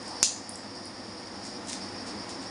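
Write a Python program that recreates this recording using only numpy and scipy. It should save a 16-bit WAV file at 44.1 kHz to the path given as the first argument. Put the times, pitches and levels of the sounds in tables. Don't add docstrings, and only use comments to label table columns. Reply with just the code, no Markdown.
import sys
import numpy as np
from scipy import signal
from scipy.fft import rfft, irfft
from scipy.io import wavfile

SR = 44100
rng = np.random.default_rng(int(sys.argv[2]) if len(sys.argv) > 2 else 0)


def output_pcm(signal):
    pcm = np.clip(np.atleast_2d(signal).T, -1, 1) * 32767
    wavfile.write(sys.argv[1], SR, np.round(pcm).astype(np.int16))


N = 110250

# (frequency [Hz], relative level [dB])
FAN_AIR_SPECTRUM = [(30, -18), (55, -13), (110, -5), (150, -13.5), (220, -0.5), (320, -9), (410, -10),
                    (600, -5), (1000, -7.5), (1500, -14), (2000, -14.5), (2800, -20.5), (4000, -19.5),
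                    (5200, -42), (6500, -20.5), (7800, -28.5), (9500, -29.5), (11000, -32.5)]
# (frequency [Hz], width [Hz], level [dB])
FAN_RESONANCES = [(198.6, 25, -52.5), (265.6, 47, -50), (316.4, 47, -52.5), (359.5, 5, -56),
                  (491, 42, -54.5), (832, 83, -59), (1830, 160, -58.5)]
# (frequency [Hz], width [Hz], base level [dB])
SHRILL_PEAKS = [(4590, 440, -52.5), (4980, 205, -50), (5358, 220, -50), (5690, 150, -56.5),
                (8970, 1100, -62)]
# (time [s], gain [dB])
SHRILL_WAVER = [(0, -1.5), (.19, 3.5), (.42, 1.5), (.65, 0), (.73, -1), (.77, 2), (.86, 0.5), (1.12, -0.5),
                (1.23, 2.5), (1.33, -1.5), (1.45, 1), (1.63, -2), (1.7, -5), (1.85, 3), (1.95, 1),
                (2.42, 1), (2.5, 0)]
# (time [s], base level [dB], pitch [Hz], t60 [s])
PLASTIC_TICKS = [(0.029, -41, 9200, .005), (0.0805, -27.5, 8950, 0.0019), (0.4931, -22, 9460, .006),
                 (.5332, -45, 9000, 0.004), (0.557, -26, 7900, 0.0044), (0.755, -33, 7800, 0.0017),
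                 (.8562, -25, 9800, 0.0019), (1.451, -36, 6740, .004), (1.6945, -28, 8100, 0.0033),
                 (1.7227, -28, 8800, .005), (2.0708, -41, 8880, 0.0027), (2.2940, -35, 9540, 0.0056),
                 (2.422, -68, 7010, .004)]
# (frequency [x its pitch], relative level [dB], decay time [x its t60])
TICK_MODES = [(.84, -20, 0.47), (.93, -12, 0.36), (0.999, 3.5, 1), (1.08, -6, .7), (1.239, 2, 0.44)]
# (peak time [s], rise [s], fall [s], level [dB])
PACK_RUSTLES = [(.08, 0.039, 0.042, -54), (1.455, .012, 0.022, -45.5), (1.702, 0.022, 0.0077, -37),
                (1.726, 0.0024, 0.01, -36), (2.072, 0.0066, 0.022, -45.5), (2.293, 0.0026, .012, -43),
                (2.422, 0.0034, 0.015, -46.5)]
# (frequency [Hz], relative level [dB])
CREASE_SPECTRUM = [(900, -17), (2000, -1), (3200, -3), (4700, 2.5), (7000, 3), (9500, -0.5), (11000, -16)]
# (band centre [Hz], relative level [dB], t60 [s])
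ROOM_BANDS = [(1000, -19, 0.21), (2100, -5, 0.32), (2920, 2, .29), (4300, 4.5, 0.31), (5300, 4, 0.16),
              (6330, 0.5, 0.39), (8960, -2.5, 0.28), (10400, 0, 0.31)]
# (delay [s], gain [dB])
NEAR_ECHOES = [(.0014, -14), (.0032, -16), (.0113, -14), (.0156, -15)]
# (peak time [s], half length [s], pitch [Hz], width [Hz], level [dB])
SOFT_BRUSHES = [(0.13, 0.038, 910, 430, -43), (2.078, 0.2, 310, 120, -46.5),
                (2.172, 0.34, 920, 1920, -49.5)]
# (frequency [Hz], relative level [dB], t60 [s])
BLISTER_MODES = [(2710, -21.5, 0.01), (5170, -12, 0.0049), (6080, -6.5, 0.0047), (6800, -2, 0.0032),
                 (8600, -21, 0.024), (8920, -21.5, 0.015)]

FAN_AIR_DB, MAINS_HZ, MAINS_DB = -43, 100.5, -58
FLUTTER_DB, FLUTTER_PER_S = 1.5, 55
FLICK_RISE_S = 0.000078
CREASES_PER_S, CREASE_SPREAD_DB = 2000, 3
TAIL_GAIN_DB, TAIL_BUILD_S = 2, 0.0045
TICK_SEND_DB, RUSTLE_SEND_DB = -4.5, -4
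POP_S, POP_GAIN_DB = .22945, 3.5
CLICK_DB, CLICK_WIDTH_S, CLICK_LAG_S = -11, .00013, .00025
KNEE_DB, DUCK_DB_PER_DB, ATTACK_S, RELEASE_S = -10.5, 0.24, 0.0067, 1
LOW_CUT_HZ, HIGH_CUT_HZ, CEILING_HZ = 38, 10500, 15500

TIME, FREQS = np.arange(N) / SR, np.fft.rfftfreq(N, 1 / SR)


def undb(db):
    return 10 ** (np.asarray(db) / 20)


def level(x, db):
    return x * undb(db) / np.sqrt(np.mean(x ** 2))


def colour(x, points):
    hz, db = np.array(points).T
    f = np.maximum(FREQS, 1)
    gain = undb(np.interp(np.log(f), np.log(hz), db))
    bass_rolloff = np.minimum(f / hz[0], 1) ** 2
    return irfft(rfft(x) * gain * bass_rolloff, N)


def noise_band(hz, width, db):
    spectrum = rfft(rng.standard_normal(N)) / (1 + ((FREQS - hz) / width * 2) ** 2)
    return level(irfft(spectrum, N), db)


def wander(per_s):
    return np.interp(TIME * per_s, np.arange(1000), rng.standard_normal(1000))


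def swell(centre, half_length):
    return np.exp(-((TIME - centre) / half_length) ** 2 / 2)


def ring(start, hz, t60):
    age = np.maximum(TIME - start, 0)
    rise = 1 - np.exp(-(age / FLICK_RISE_S) ** 2)
    decay = np.exp(-np.log(1000) * np.minimum(age / t60, 10))
    return rise * np.sin(2 * np.pi * hz * age) * decay


def fan():
    air = level(colour(rng.standard_normal(N), FAN_AIR_SPECTRUM), FAN_AIR_DB)
    air *= undb(.5 * wander(per_s=10.98))
    mains = level(np.sin(2 * np.pi * MAINS_HZ * TIME), MAINS_DB)
    mains *= undb(.4 * wander(per_s=12.7))
    housing = sum(noise_band(*row) for row in FAN_RESONANCES)
    return air + housing + mains


def shrill():
    peaks = sum(noise_band(*row) for row in SHRILL_PEAKS)
    waver_db = np.interp(TIME, *np.array(SHRILL_WAVER).T)
    return peaks * undb(waver_db + FLUTTER_DB * wander(FLUTTER_PER_S))


def ticks():
    return sum(undb(db + mode_db) * ring(start, hz * ratio, t60 * share)
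               for start, db, hz, t60 in PLASTIC_TICKS
               for ratio, mode_db, share in TICK_MODES)


def rustles():
    onsets = rng.random(N) < CREASES_PER_S / SR
    creases = onsets * rng.standard_normal(N) * undb(CREASE_SPREAD_DB * rng.standard_normal(N))
    effort = sum(undb(db) * swell(at, np.where(TIME < at, rise, fall))
                 for at, rise, fall, db in PACK_RUSTLES)
    return level(colour(creases, CREASE_SPECTRUM), 0) * effort


def room(x):
    noise = rfft(rng.standard_normal(N))
    centres = [row[0] for row in ROOM_BANDS]
    tail = 0
    for pick, (_, db, t60) in zip(np.eye(len(ROOM_BANDS)), ROOM_BANDS):
        band = irfft(noise * np.interp(FREQS, centres, pick), N)
        envelope = np.exp(-np.log(1000) * TIME / t60) * (1 - np.exp(-TIME / TAIL_BUILD_S))
        tail += undb(db) * band * envelope / np.sqrt(np.sum(envelope ** 2))
    near = sum(undb(db) * np.sinc((TIME - delay) * SR) for delay, db in NEAR_ECHOES)
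    return signal.fftconvolve(x, undb(TAIL_GAIN_DB) * tail + near)[:N]


def brushes():
    return sum(noise_band(hz, width, db) * swell(at, half) for at, half, hz, width, db in SOFT_BRUSHES)


def pop():
    return undb(POP_GAIN_DB) * sum(undb(db) * ring(POP_S, hz, t60) for hz, db, t60 in BLISTER_MODES)


def dull_click():
    return -undb(CLICK_DB) * swell(POP_S + CLICK_LAG_S, CLICK_WIDTH_S / 2)


def scene():
    flicks, creases, snap = ticks(), rustles(), pop()
    reverb = room(snap + undb(TICK_SEND_DB) * flicks + undb(RUSTLE_SEND_DB) * creases)
    background = fan() + shrill()
    close = flicks + creases + brushes() + snap + dull_click()
    return (close + reverb + background)[None]


def record(dry):
    release = np.exp(-TIME / RELEASE_S)
    held_peak = np.maximum.accumulate(np.abs(dry[0]) / release) * release
    target_gain = np.maximum(held_peak / undb(KNEE_DB), 1) ** -DUCK_DB_PER_DB
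    step = 1 / (ATTACK_S * SR)
    gain = 1 + signal.lfilter([step], [1, step - 1], target_gain - 1)
    low_cut = signal.butter(2, LOW_CUT_HZ, "high", fs=SR, output="sos")
    high_cut = signal.ellip(8, .2, 34, HIGH_CUT_HZ, fs=SR, output="sos")
    ceiling = signal.butter(10, CEILING_HZ, fs=SR, output="sos")
    filtered = signal.sosfilt(np.vstack([low_cut, high_cut]), dry * gain)
    return signal.sosfiltfilt(ceiling, np.clip(filtered, -.93, .93))


dry = scene()
out = record(dry)
output_pcm(out)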